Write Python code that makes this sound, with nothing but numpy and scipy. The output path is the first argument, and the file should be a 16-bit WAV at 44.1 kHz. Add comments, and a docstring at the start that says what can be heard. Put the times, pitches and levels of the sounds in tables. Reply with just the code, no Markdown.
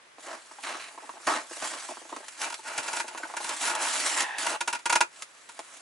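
"""Small gear scrapes over ice in short, rasping slips with a hollow ring, handled by a man in a fishing tent.
He first steps across the snowy ice and sits: grains crunch under his boots, packed snow creaks, crust snaps.
His padded jacket swishes as threads catch and let go; a sleeve whines over his knee.
The tent walls give a very short echo over quiet air."""
import sys
import numpy as np
from scipy import signal
from scipy.fft import rfft, irfft
from scipy.io import wavfile
from scipy.ndimage import uniform_filter1d

SR = 44100
rng = np.random.default_rng(int(sys.argv[2]) if len(sys.argv) > 2 else 0)


def int16_out(signal):
    """Quantize to a 16-bit WAV file."""
    q = np.round(np.clip(np.atleast_2d(signal).T, -1, 1) * 32767)
    wavfile.write(sys.argv[1], SR, q.astype(np.int16))


N = 256220
TIME = np.arange(N) / SR

# spectra of crushed snow, rasping gear and glassy bare ice: freq_hz, relative_db
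SNOW_SPECTRUM = [(60, -53), (170, -33), (250, -6.5), (340, -3.5), (430, -9), (600, 1), (900, 1), (1300, 0),
                 (2200, -7.5), (3300, -13.5), (7000, -14), (11000, -19.5)]
RASP_SPECTRUM = [(30, -83), (150, -19), (280, -14), (450, -7), (700, -3), (1150, -2), (1700, 1.5),
                 (2700, 0), (3500, -2), (5000, -3), (6800, -0.5), (9000, -5), (11000, -4.5)]
ICE_SPECTRUM = [(100, -28), (600, -9), (1300, 2), (1900, 2), (2700, 3), (3400, -8.5), (4100, 1),
                (4900, -12), (11000, -17)]


def gear_slips(rise_s=0.0011, hold_s=0.0048, fade_s=0.0087, grit_s=0.017, lag_s=0.00298, build_s=0.0048):
    """Each slip rasps abruptly and crushes grit; the hollow ring builds up and outlasts it."""
    # start_s, level_db
    slips = [(2.499, -27), (2.523, -26.5), (2.779, -20), (2.879, -22.5), (2.93, -21), (2.965, -20.5),
             (2.997, -19.5), (3.079, -27.5), (3.174, -26.5), (3.366, -21.5), (3.442, -23.5), (3.629, -24),
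             (3.673, -19.5), (3.696, -20.5), (4.428, -24), (4.464, -17.5), (4.606, -17), (4.675, -16),
             (4.697, -28), (4.727, -18), (4.748, -22), (4.789, -35), (4.856, -15.5), (4.896, -13.5),
             (4.924, -11.5), (4.954, -9.5), (5.006, -9.5), (5.489, -32)]
    rasp_db, grit_db, ring_db = -8.5, -16, -2.5
    rasp, grit, ring = np.zeros((3, N))
    t = np.arange(6000) / SR
    slide = (1 - np.exp(-t / rise_s)) * np.exp(-np.maximum(t - hold_s, 0) / fade_s)
    build = 1 - np.exp(-(t / build_s) ** 2)
    for start_s, level_db in slips:
        body_db = 1.174 * level_db  # hard slips ring more
        add(rasp, start_s, amp(level_db + rasp_db) * slide * rng.standard_normal(len(t)))
        add(grit, start_s, amp(body_db + grit_db) * np.exp(-t / grit_s) * rng.standard_normal(len(t)))
        add(ring, start_s + lag_s, amp(body_db + ring_db) * build * gear_ring(detune=0.004))
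    return colour(rasp, RASP_SPECTRUM) + colour(grit, SNOW_SPECTRUM) + ring


def gear_drags(ice_db=-5, rise_s=0.058, t60_s=0.066):
    """Grit chatters against the gear and keeps it ringing; bare ice adds a glassy scrape."""
    # start_s, length_s, level_db
    drags = [(2.382, 0.1, -36.5), (2.623, 0.39, -41), (3.012, 0.5, -50), (3.448, 0.088, -36.5),
             (3.617, 0.26, -34.5), (3.835, 0.36, -43), (4.181, .05, -31), (4.41, 0.15, -33.5)]
    grit = grains(rate_hz=4000, spread_db=2.5, clump_db=1.2, clump_hz=110)
    ring = unit(signal.oaconvolve(grit, gear_ring())[:N])
    crunch = unit(colour(grit, SNOW_SPECTRUM))
    scrape = amp(ice_db) * unit(colour(rng.standard_normal(N), ICE_SPECTRUM))
    push = power_sum(stroke(*drag, rise_s, change_db=0, t60_s=t60_s) for drag in drags)
    return push * unit(ring + crunch + scrape)


def gear_ring(detune=0):
    """Hollow ring after one push; so small a body radiates no bass."""
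    # freq_hz, level_db, t60_s
    modes = [(351.3, -21, 0.11), (880, -7, 0.073), (941, 8.5, 0.041), (1436, 7, 0.036), (1676, -8, 0.056),
             (2060, -12, 0.054), (2310, -5.5, 0.042), (2470, -12, 0.092), (2684, 2.5, 0.028),
             (2863, -15, 0.04)]
    t = np.arange(6000) / SR
    ring = np.zeros(len(t))
    for freq_hz, level_db, t60_s in modes:
        detuned_hz = freq_hz * (1 + detune * rng.normal())
        ring += amp(level_db - 60 * t / t60_s) * np.cos(2 * np.pi * detuned_hz * t)
    return bandpass(ring, 170, 5000)


def snow_creaks(gain_db=-8, t60_s=0.0056, grit_db=-12, tail_db=-14, tail_t60_s=0.047):
    """Packed snow gives way in a few dull, gritty cycles; near walls return them and grains settle."""
    # start_s, level_db, pitch_hz, slip_s
    creaks = [(.184, -34.5, 736, 0.00059), (.513, -36, 860, 0.0018), (.586, -35.5, 990, 0.0046),
              (.746, -29, 1210, .003), (.977, -33.5, 955, 0.0039), (1.034, -37, 830, 0.0029),
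              (1.093, -27, 885, 0.0019), (1.171, -38, 880, 0.0027), (1.277, -17, 1313, 0.0039),
              (1.296, -23, 984, 0.0064), (1.888, -32, 918, 0.0061), (1.909, -32, 807, 0.0081),
              (1.971, -30.5, 730, 0.00034), (2.126, -29, 815, 0.0044), (2.164, -25.5, 1020, 0.00072),
              (2.591, -41.5, 1030, 0.0065), (3.044, -32, 775, 0.0012), (3.114, -39, 795, .0015),
              (3.149, -25.5, 910, 0.00083), (3.202, -33, 780, 0.0013), (3.233, -25.5, 1260, 0.0039),
              (3.252, -30.5, 880, 0.0017), (3.3, -32, 786, .0014), (3.339, -24, 900, 0.0011),
              (3.404, -26.5, 870, 0.0021), (5.592, -25.5, 700, 0.00074)]
    # freq_hz, relative_db
    creak_spectrum = [(60, -29), (180, -33), (240, -2.5), (330, 5), (440, -4.5), (640, -5), (1300, -6.5),
                      (1900, -3), (3500, -9), (11000, -16)]
    echo_s, echo_gain = 0.004534, 0.74
    out, t = np.zeros(N), np.arange(3000) / SR
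    for start_s, level_db, pitch_hz, slip_s in creaks + faint_creaks():
        unsteady, grit, settle = rng.standard_normal((3, len(t)))
        rate_hz = pitch_hz * (1 + 0.2 * unit(uniform_filter1d(unsteady, size=30)))
        pop = np.cos(2 * np.pi * np.cumsum(rate_hz) / SR) + amp(grit_db) * grit
        pop *= amp(level_db - 60 * np.maximum(t - slip_s, 0) / t60_s)
        tail = amp(level_db + tail_db - 60 * t / tail_t60_s) * settle
        add(out, start_s, pop + tail)
        for bounce in (1, 2):
            delay_s = echo_s * (bounce + rng.uniform(-0.307, 0.355))
            add(out, start_s + delay_s, echo_gain ** bounce * pop)
    return amp(gain_db) * colour(out, creak_spectrum)


def faint_creaks(gap_s=0.03, pitch_hz=824, slip_s=0.00092, spread_db=0.2):
    """Rows of small creaks that follow each other unevenly while the weight shifts."""
    # start_s, end_s, level_db
    weight_shifts = [(0.884, 1.24, -39), (1.512, 1.6, -32.5), (1.937, 2.27, -37)]
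    rows = []
    for start_s, end_s, level_db in weight_shifts:
        at_s = start_s
        for longer, softer, higher in rng.standard_normal((16, 3)):
            if at_s < end_s:
                rows.append((at_s, level_db - spread_db * softer, pitch_hz * np.exp(0.27 * higher), slip_s))
            at_s += gap_s * np.exp(0.3 * longer)
    return rows


def boots(skid_db=-1):
    """Grains break under the sole, more weakly as the snow packs; on bare ice the sole skids."""
    # start_s, length_s, level_db, rise_s
    steps = [(0.223, .12, -36, 0.095), (0.629, 0.15, -39, 0.029), (1.267, 0.11, -27.5, 0.0025),
             (1.612, 0.021, -29, 0.017), (1.694, 0.058, -35.5, 0.047)]
    # start_s, length_s, level_db
    skids = [(0.634, 0.011, -33.5), (0.665, 0.094, -40.5), (0.792, 0.1, -43)]
    crunch = grains(rate_hz=3500, spread_db=3, clump_db=1.4, clump_hz=120)
    weight = power_sum(stroke(*step, change_db=-4.5, t60_s=0.21) for step in steps)
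    slide = power_sum(stroke(*skid, rise_s=0.005, change_db=-3.5, t60_s=0.064) for skid in skids)
    snow = weight * patchy(colour(crunch, SNOW_SPECTRUM), depth_db=1.5)
    ice = amp(skid_db) * slide * unit(colour(crunch, ICE_SPECTRUM))
    return snow + ice


def jacket(gain_db=2):
    """Threads catch and let go thousands of times a second."""
    # faint rustle as the body shifts: time_s, level_db
    stir = [(.16, -76), (.21, -55), (1.15, -53.5), (2.0, -50), (3.2, -50), (4.35, -52), (5.08, -64),
            (5.3, -59), (5.81, -55)]
    # arms and legs: start_s, length_s, level_db, rise_s, change_db
    swishes = [(0.174, 0.1, -46, 0.067, -6.5), (0.608, .26, -46, .03, -9), (1.188, 0.24, -43.5, 0.094, -9),
               (1.475, 0.18, -44, 0.045, 3.5), (1.611, 0.3, -39, 0.012, -7.5), (2.372, 0.072, -34, 0.08, 2),
               (2.62, .38, -44.5, 0.057, 5.5), (3.356, 0.22, -43, 0.024, 5.5),
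               (3.589, 0.12, -27, 0.041, -5.5), (3.768, 0.45, -30.5, 0.063, -0.5),
               (4.373, 0.15, -34.5, 0.024, -1), (5.106, .13, -52.5, 0.057, 0.5),
               (5.48, 0.29, -60.5, 0.042, 9)]
    # freq_hz, relative_db
    cloth_spectrum = [(60, -35.5), (170, -26), (290, -1), (430, -9.5), (700, 2.5), (1600, 4), (3300, -0.5),
                      (5000, -1), (7500, 2.5), (9200, -0.5), (11000, -2)]
    rub = grains(rate_hz=6000, spread_db=2, clump_db=1.5, clump_hz=46)
    motion = power_sum([level_curve(stir)] + [stroke(*swish, t60_s=0.18) for swish in swishes])
    return amp(gain_db) * motion * patchy(colour(rub, cloth_spectrum), depth_db=2)


def sleeve(gain_db=-1, jitter=0.0499, jitter_hz=448, flutter_hz=160, hiss_db=-7):
    """Ribs of the weave tick over the knee at an unsteady rate: a hoarse whine in a dull hiss."""
    # time_s, level_db, pitch_hz
    slide = [(4.098, -40.5, 964), (4.199, -32, 931), (4.261, -35.5, 911), (4.331, -37, 880),
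             (4.4, -37, 874), (4.441, -48, 880)]
    # harmonics from the fundamental up: level_db
    harmonics = [0.5, 2.5, -5.5, -13]
    time_s, _, pitch_hz = np.transpose(slide)
    rate_hz = np.interp(TIME, time_s, pitch_hz) * (1 + jitter * wander(jitter_hz))
    phase = 2 * np.pi * np.cumsum(rate_hz) / SR
    whine = sum(amp(db) * wander(flutter_hz) * np.cos(k * phase) for k, db in enumerate(harmonics, 1))
    hiss = bandpass(rng.standard_normal(N), 550, 2800)
    return amp(gain_db) * level_curve(slide) * unit(unit(whine) + amp(hiss_db) * unit(hiss))


def snaps(gain_db=-5, t60_s=0.053):
    """Ice crust and small parts snap in brief, bright cracks."""
    # start_s, level_db
    cracks = [(.636, -32), (.8137, -35.5), (1.27, -19.5), (2.164, -31.5), (2.2827, -28), (2.416, -20.5),
              (2.5424, -25.5), (2.778, -18.5), (3.492, -19.5), (3.653, -19), (3.751, -20), (4.205, -15.5),
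              (4.384, -19.5), (4.403, -27), (5.222, -24.5), (5.5912, -29)]
    out, t = np.zeros(N), np.arange(3000) / SR
    for start_s, level_db in cracks:
        add(out, start_s, amp(level_db + gain_db - 60 * t / t60_s) * rng.standard_normal(len(t)))
    return colour(out, RASP_SPECTRUM)


def thuds(pitch_hz=125, t60_s=0.073, rise_s=0.0037):
    """Weight pushes softly into the ice and is quickly damped."""
    # start_s, level_db
    pushes = [(1.272, -45), (1.621, -52), (2.782, -47)]
    out, t = np.zeros(N), np.arange(6000) / SR
    tone = (1 - np.exp(-t / rise_s)) * np.cos(2 * np.pi * pitch_hz * t)
    for start_s, level_db in pushes:
        add(out, start_s, amp(level_db - 60 * t / t60_s) * tone)
    return out


def tent_echo(x, t60_s=0.11, first_s=0.0014, density_hz=4000):
    """Dense reflections from the cloth walls, dying fast."""
    t = np.arange(8000) / SR
    taps = rng.choice([-1, 1], len(t)) * (rng.random(len(t)) < density_hz / SR)
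    taps = taps * (t > first_s) * amp(-60 * t / t60_s)
    return signal.oaconvolve(x, taps / np.linalg.norm(taps))[:N]


def quiet_air(level_db=-55.5, crossfeed=0.062):
    """Steady faint hiss, nearly independent left and right."""
    # freq_hz, relative_db
    air_spectrum = [(30, -28), (70, -13), (200, -7.5), (400, 0), (700, 1.5), (1700, 3.5), (4600, -6.5),
                    (7400, -9), (11000, -12)]
    air = np.array([colour(rng.standard_normal(N), air_spectrum) for _ in range(2)])
    return amp(level_db) * unit(air + crossfeed * air[::-1])


def grains(rate_hz, spread_db, clump_db, clump_hz):
    """Tiny clicks of uneven size that come in clumps."""
    size = amp(spread_db * np.minimum(rng.exponential(1, N), 4)) * rng.choice([-1, 1], N)
    hits = rng.random(N) < rate_hz / SR
    return unit(size * hits * amp(clump_db * wander(clump_hz)))


def stroke(start_s, length_s, level_db, rise_s, change_db, t60_s):
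    """Gain of one rub: it rises, holds with a slow change of level, and dies away."""
    t = TIME - start_s
    held_db = level_db + change_db * np.clip(t / length_s, 0, 1)
    decay_db = 60 * np.clip((t - length_s) / t60_s, 0, 2)
    return np.clip(t / rise_s, 0, 1) * amp(held_db - decay_db)


def patchy(x, depth_db, width_bins=7, span_frames=14):
    """Each fold or patch of snow has its own colour: bands swell and fade separately."""
    bands = signal.stft(x, nperseg=512, noverlap=384)[2]
    swell = uniform_filter1d(rng.standard_normal(bands.shape), width_bins, axis=0)
    swell = unit(uniform_filter1d(swell, span_frames, axis=1))
    return unit(signal.istft(bands * amp(depth_db * swell), nperseg=512, noverlap=384)[1][:N])


def wander(rate_hz):
    """Smooth noise of rms 1, rolling off above rate_hz."""
    freq_hz = np.fft.rfftfreq(N, 1 / SR)
    return unit(irfft(rfft(rng.standard_normal(N)) / (1 + (freq_hz / rate_hz) ** 4), N))


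def colour(x, spectrum, size=4096):
    """Minimum-phase filter of unit energy with the given spectrum."""
    freq_hz, relative_db = np.transpose(spectrum)
    bin_hz = abs(np.fft.fftfreq(size, 1 / SR))
    log_gain = np.log(amp(np.interp(np.log(bin_hz + 1), np.log(freq_hz), relative_db)))
    response = np.exp(np.conj(signal.hilbert(log_gain)))
    taps = np.fft.ifft(response).real[:size // 2]
    return signal.oaconvolve(x, taps / np.linalg.norm(taps))[:N]


def bandpass(x, low_hz, high_hz, order=2):
    return signal.lfilter(*signal.butter(order, [low_hz, high_hz], "band", fs=SR), x)


def level_curve(rows):
    """Gain along a level curve, silent outside it."""
    time_s, level_db = np.transpose(rows)[:2]
    return amp(np.interp(TIME, time_s, level_db, left=-150, right=-150))


def power_sum(gains):
    """Unrelated rubs add in power."""
    return np.sqrt(sum(gain ** 2 for gain in gains))


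def amp(db):
    return 10 ** (np.asarray(db) / 20)


def unit(x):
    """Scales to rms 1."""
    return x / np.sqrt(np.mean(x ** 2) + 1e-20)


def add(mix, start_s, sound):
    part = mix[max(round(start_s * SR), 0):][:len(sound)]
    part += sound[:len(part)]


def scene(mid_echo_db=-12, side_echo_db=-7, side_jacket_db=-12, right_db=1, right_lag_s=1.45e-5):
    """Sources near the centre; the echoes differ left and right above the bass, and the jacket is wide."""
    direct = jacket() + boots() + gear_drags() + sleeve()
    direct += gear_slips() + snow_creaks() + snaps() + thuds()
    mid = direct + amp(mid_echo_db) * tent_echo(direct)
    side = amp(side_echo_db) * bandpass(tent_echo(direct), 450, 4500, order=1)
    side += amp(side_jacket_db) * jacket()  # folds to either side rub on their own
    lag = np.exp(-2j * np.pi * np.fft.rfftfreq(N, 1 / SR) * right_lag_s)
    right = amp(right_db) * irfft(rfft(mid - side) * lag, N)
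    return np.array([mid + side, right]) + quiet_air()


def record(dry, cutoff_hz=11080):
    """Steep low-pass band limit."""
    taps = signal.firwin(501, cutoff_hz, window=("kaiser", 8), fs=SR)
    return signal.oaconvolve(dry, taps[None], "same")


dry = scene()
out = record(dry)
int16_out(out)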